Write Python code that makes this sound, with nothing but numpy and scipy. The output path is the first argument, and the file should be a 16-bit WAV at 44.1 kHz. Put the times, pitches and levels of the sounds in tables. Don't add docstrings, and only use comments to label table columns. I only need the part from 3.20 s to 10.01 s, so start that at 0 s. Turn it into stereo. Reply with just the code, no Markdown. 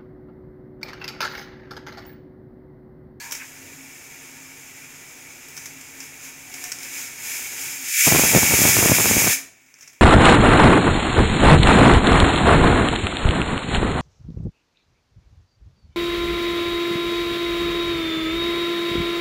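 import sys
import numpy as np
from scipy import signal
from scipy.fft import rfft, irfft, next_fast_len
from scipy.io import wavfile
from scipy.ndimage import map_coordinates

SR = 44100
rng = np.random.default_rng(int(sys.argv[2]) if len(sys.argv) > 2 else 0)


def transcribe(u):
    v = np.clip(np.atleast_2d(u).T, -1, 1)
    q = np.round(v * 32767).astype(np.int16)
    wavfile.write(sys.argv[1], SR, q)


N = 300331

# frequency in Hz, level in dB.
HOLLOW_SPECTRUM = [(700, -80), (1200, -23.5), (1550, -12), (1850, -5), (2130, -7), (2240, 1.5),
                   (2430, -0.5), (2580, -8), (2800, -7), (3100, -16.5), (3700, -18), (5000, -59.5)]
OPEN_S, CLOSE_S = 4.805, 6.13
ROAR_START_S, ROAR_END_S = OPEN_S + 0.06, 6.11
LEAK_DB, JET_DB = -44, -16.5


def amp(db):
    return 10 ** (np.asarray(db) / 20)


def unit(x):
    return x / np.sqrt(np.mean(x ** 2) + 1e-20)


def along(points, hz):
    freqs, values = np.transpose(points)
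    return np.interp(np.log(hz + 1), np.log(freqs + 1), values)


def wobble(rate):
    values = rng.standard_normal(int(N * rate / SR) + 4)
    return map_coordinates(values, [np.arange(N) * rate / SR])


def filtered(x, response):
    size = next_fast_len(N + SR // 2)
    return irfft(rfft(x, size) * response(np.fft.rfftfreq(size, 1 / SR)), size)[..., :N]


def noise(spectrum):
    return unit(filtered(rng.standard_normal(N), lambda hz: amp(along(spectrum, hz))))


def fuzzy_tone(centre_hz, width_hz):
    white = rng.standard_normal(N)
    return unit(filtered(white, lambda hz: 1 / (1 + ((hz - centre_hz) / (.5 * width_hz + 1)) ** 2)))


def swells(rows):
    t = np.arange(N) / SR
    return np.sqrt(sum(amp(db) ** 2 * np.exp(-2 * np.minimum((2 * (t - s) / length) ** 2, 20))
                       for s, db, length in rows))


def outflow(start, end, rise, sag=0, fall=269):
    t = np.arange(N) / SR
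    rising_db = -rise * np.maximum(start - t, 0)
    return amp(rising_db - sag * np.maximum(t - start, 0) - fall * np.maximum(t - end, 0))


def hush(drop_db=-14.5, settle_s=0.2):
    return amp(drop_db * np.clip((np.arange(N) / SR - CLOSE_S) / settle_s, 0, 1))


def dip(middle_s=4.775, length_s=0.12, depth_db=-39.5):
    away = 2 * np.abs(np.arange(N) / SR - middle_s) / length_s
    return amp(depth_db / (1 + away ** 10))


def leak_strength(built_up_s=4.23, built_up_db=-36.5):
    # peak time in seconds, level in dB, length in seconds.
    spurts = [(.02, -40.5, 0.21), (.16, -39, .08), (.26, -46, .12), (2.42, -42.5, 0.19),
              (2.83, -41.5, 0.14), (3.06, -39, 0.097), (3.44, -37.5, 0.27), (3.65, -37, .12),
              (3.79, -32.5, 0.2), (4.11, -30, 0.2), (4.22, -32, 0.19), (4.45, -30.5, 0.28),
              (4.87, -21.5, 0.15), (5.48, -20, .22)]
    last_wisp = (6.67, -55, .21)
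    build_up = amp(built_up_db) * outflow(built_up_s, CLOSE_S, rise=12.5)
    seep = np.hypot(amp(LEAK_DB) * hush(), build_up)
    return np.hypot(seep, swells(spurts + [last_wisp]))


def hiss(leak, grain_db=0.47, treble_hz=8500, brightening=0.14, neutral_db=-21):
    # frequency in Hz, level in dB.
    hiss_spectrum = [(1500, -71), (2700, -12), (3300, -11), (4300, -13), (4850, -9), (5150, -2.5),
                     (5500, -7), (6400, 0), (7400, 0), (7950, -7.5), (8500, -6.5), (11500, -7), (12800, -6),
                     (15800, -10.5)]
    flow = np.hypot(leak, amp(JET_DB) * jet())
    droplets = amp(grain_db * wobble(700))
    rush = noise(hiss_spectrum)
    treble = filtered(rush, lambda hz: 1 - 1 / (1 + (hz / treble_hz) ** 10))
    extra_treble = (flow / amp(neutral_db)) ** brightening - 1
    return (rush + treble * extra_treble) * flow * droplets


def hollow(leak, growth=0.81, flutter_db=0.5):
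    from_leak = amp(LEAK_DB - 3.5) * (leak / amp(LEAK_DB)) ** growth
    from_jet = amp(JET_DB - 6) * jet(delay_s=0.013)
    return noise(HOLLOW_SPECTRUM) * np.hypot(from_leak, from_jet) * amp(flutter_db * wobble(60))


def roar(leak, leak_roar_db=-55.5, jet_roar_db=-32.5, growth=0.48):
    # frequency in Hz, level in dB.
    roar_spectrum = [(60, -15), (250, -5.5), (600, -7), (750, -3.5), (1100, -3.5), (1500, -4),
                     (2500, -32.5)]
    surge = leak / hush() / amp(LEAK_DB)
    from_leak = amp(leak_roar_db) * surge ** growth * hush() * dip()
    from_jet = amp(jet_roar_db) * outflow(ROAR_START_S, ROAR_END_S, rise=501, sag=2.5)
    return noise(roar_spectrum) * np.hypot(from_leak, from_jet)


def steam(flutter_db=0.5):
    leak = leak_strength()
    flutter = amp(flutter_db * wobble(45))
    return (hiss(leak) + hollow(leak) + roar(leak)) * flutter


def boil(rumble_db=-56, drone_db=-60, drone_hz=269, waver_hz=3.9):
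    # frequency in Hz, level in dB.
    pot_spectrum = [(20, -7.5), (50, -13.5), (85, 0.5), (145, 1), (180, -9), (245, -1), (300, -1.5),
                    (450, -5.5), (720, -14), (1200, -27)]
    # peak time in seconds, level in dB, length in seconds.
    drone_swells = [(.44, -52.5, 0.16), (.62, -49.5, 0.13), (1.23, -52, 0.11), (1.65, -58, .18),
                    (2.57, -54, 0.1), (2.81, -51, 0.093), (3.06, -51, 0.075), (3.68, -55, 0.36),
                    (4.43, -53, .12), (4.63, -48, 0.062), (6.2, -43, 0.13)]
    # pitch in Hz, width in Hz, level in dB.
    hum_tones = [(148.7, 9.1, -5.5), (246, 8.8, -9.5), (350, 9, -9), (443.5, 5, -20)]
    phase = 2 * np.pi * np.cumsum(drone_hz + waver_hz * wobble(21)) / SR
    strength = np.hypot(amp(drone_db + 3 * wobble(8.7)), swells(drone_swells))
    drone = unit(np.sin(phase) * amp(1.7 * wobble(22))) * strength
    hum = sum(amp(db) * fuzzy_tone(hz, width) for hz, width, db in hum_tones)
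    welling = swells([(.47, -51, .2)])
    water = np.hypot(amp(rumble_db), welling) * (noise(pot_spectrum) + amp(-2) * hum)
    return (drone + water) * hush() * dip()


def squeaks():
    # peak time in seconds, level in dB, length in seconds, pitch in Hz, width in Hz.
    husky_tones = [(0.032, -45, 0.13, 1694, 140), (0.068, -48, 0.13, 960, 130),
                   (0.101, -42.5, 0.02, 970, 138.9), (0.016, -45.5, 0.072, 4500, 610),
                   (0.217, -39, 0.038, 2420, 290), (0.219, -39, 0.041, 1780, 790),
                   (3.435, -54.5, 0.32, 726, 30)]
    t = np.arange(N) / SR
    return sum(amp(db) * np.exp(-(2 * (t - s) / length) ** 2) * fuzzy_tone(hz, width)
               for s, db, length, hz, width in husky_tones)


def spits(attack_s=0.00057, crackle_db=3, fizz_db=-14, fizz_s=0.037, ring_db=-16, ring_s=0.02):
    # start in seconds, level in dB, length in seconds,
    # fine spray in dB compared with the splash.
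    drops = [(0.109, -31, 0.0065, -8), (0.12, -30, 0.011, 3.5), (0.15, -31.5, .005, -5),
             (2.284, -41, 0.0065, 3), (2.366, -34.5, 0.0048, 0), (2.375, -33, 0.0074, -11),
             (2.457, -32, 0.007, -5), (2.61, -37.5, 0.0055, -1), (2.802, -31.5, 0.0074, -14),
             (3.339, -27, 0.0045, -5), (3.439, -24, 0.0035, -4), (3.518, -26.5, 0.0051, -6),
             (3.586, -30.5, 0.0023, -9), (3.631, -34, .003, 1.5), (6.462, -49, 0.0028, -11),
             (6.54, -45, 0.005, -18), (6.588, -44, 0.002, -10.5), (6.609, -42, 0.005, -8),
             (6.622, -46, 0.015, -15), (6.676, -36.5, 0.0044, -20), (6.731, -50.5, 0.0074, -1)]
    # frequency in Hz, level in dB.
    splash_spectrum = [(300, -14.5), (1100, -7), (1800, 2.5), (2400, -3), (4200, -14), (5300, 7),
                       (6200, 8.5), (7300, 2.5), (8200, -5), (15800, -19.5)]
    spray_spectrum = [(2000, -12), (3000, -3.5), (4200, -12), (8000, -4.5), (13000, -7.5), (15800, -3)]
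    t = np.arange(SR // 4) / SR
    splash, spray, ring = np.zeros((3, N + SR))
    for s, db, length, spray_db in drops:
        span = slice(round(s * SR), round(s * SR) + len(t))
        attack = amp(db) * (1 - np.exp(-t / attack_s))
        burst = attack * (np.exp(-(t / length) ** 2) + amp(fizz_db) * np.exp(-t / fizz_s))
        splash[span] += burst
        spray[span] += burst * amp(spray_db)
        ring[span] += attack * amp(ring_db) * np.exp(-t / ring_s)
    crackle = unit(amp(crackle_db * wobble(1500)))
    water = splash[:N] * noise(splash_spectrum) + spray[:N] * noise(spray_spectrum)
    return water * crackle + ring[:N] * noise(HOLLOW_SPECTRUM)


def jet(delay_s=0):
    return outflow(OPEN_S + delay_s, CLOSE_S, rise=100, sag=1.04)


def eddy(t, width):
    flip = np.tanh(t / (0.12 * width))
    return 1.42 * flip * np.exp(-np.abs(t) / np.where(t < 0, 0.65 * width, width))


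def gusts(strong_s=0.0011, small_s=0.00085, small_count=1200, gust_s=0.043, draught_db=-31.5):
    # time in seconds, level in dB.
    puffs = [(4.878, -7), (4.923, -5.5), (4.95, -6), (4.961, -6), (4.987, -10), (5.037, -10.5), (5.15, -3),
             (5.162, -7), (5.232, -8.5), (5.323, -15), (5.34, -12), (5.418, -9.5), (5.453, -6.5),
             (5.491, -12.5), (5.568, -7.5), (5.588, -12.5), (5.628, -6.5), (5.659, -7.5), (5.698, -7.5),
             (5.721, -7.5), (5.802, -9.5), (5.858, -8), (5.912, -9.5), (5.968, -7.5), (6.044, -14),
             (6.075, -9)]
    # frequency in Hz, level in dB.
    rumble_spectrum = [(40, -23), (85, -1.5), (130, 3), (250, -4), (500, -16.5), (1200, -47)]
    t = np.arange(-SR // 50, SR // 50) / SR
    strong, patter = np.zeros((2, N))
    for s, db in puffs:
        size, lean, sign = rng.uniform(-1, 1, 3)
        lopsided = 1 + 0.21 * lean * np.sign(t)
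        slap = np.sign(sign) * amp(db - 2) * lopsided * eddy(t, strong_s * np.exp(size))
        strong[round(s * SR) - len(t) // 2:][:len(t)] += slap
    for s in rng.uniform(ROAR_START_S, ROAR_END_S, small_count):
        size, push = rng.standard_normal(2)
        tap = push * abs(push) * eddy(t, small_s * np.exp(0.51 * size))
        patter[round(s * SR) - len(t) // 2:][:len(t)] += tap
    patter /= np.std(patter[patter != 0])
    flurries = swells([(s, db - 15, gust_s) for s, db in puffs])
    blowing = outflow(ROAR_START_S, ROAR_END_S, rise=1200, fall=1200)
    strength = np.hypot(amp(draught_db), flurries) * blowing
    draught = (patter + amp(-4) * noise(rumble_spectrum)) * strength
    low_cut = signal.butter(3, 72, "highpass", fs=SR, output="sos")
    return signal.sosfilt(low_cut, strong + draught)


def kitchen(x, echo_db=-11, tail_db=-10, echo_count=10):
    # frequency in Hz, seconds to fade by 60 dB.
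    fade_times = [(200, 0.83), (2500, 0.4), (7000, 0.39), (15000, 0.28)]
    echoes = np.zeros(SR // 50)
    echoes[(rng.uniform(.001, .014, echo_count) * SR).astype(int)] = rng.standard_normal(echo_count)
    hz, t, bands = signal.stft(rng.standard_normal(SR // 2), SR, nperseg=256)
    fade = amp(-60 * t / along(fade_times, hz)[:, None])
    tail = signal.istft(bands * fade, SR, nperseg=256)[1]
    room = amp(tail_db) * tail / np.linalg.norm(tail)
    room[:len(echoes)] += amp(echo_db) * echoes / np.linalg.norm(echoes)
    room[0] += 1
    return signal.fftconvolve(x, room / np.linalg.norm(room))[:N]


def scene():
    mono = kitchen(steam() + spits() + squeaks()) + boil() + gusts()
    return np.array([mono, mono])


def record(dry, ceiling=0.82, top_hz=15800):
    rounded = dry / (1 + np.abs(dry / ceiling) ** 6) ** (1 / 6)
    return filtered(rounded, lambda hz: hz < top_hz)


dry = scene()
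out = record(dry)
transcribe(out)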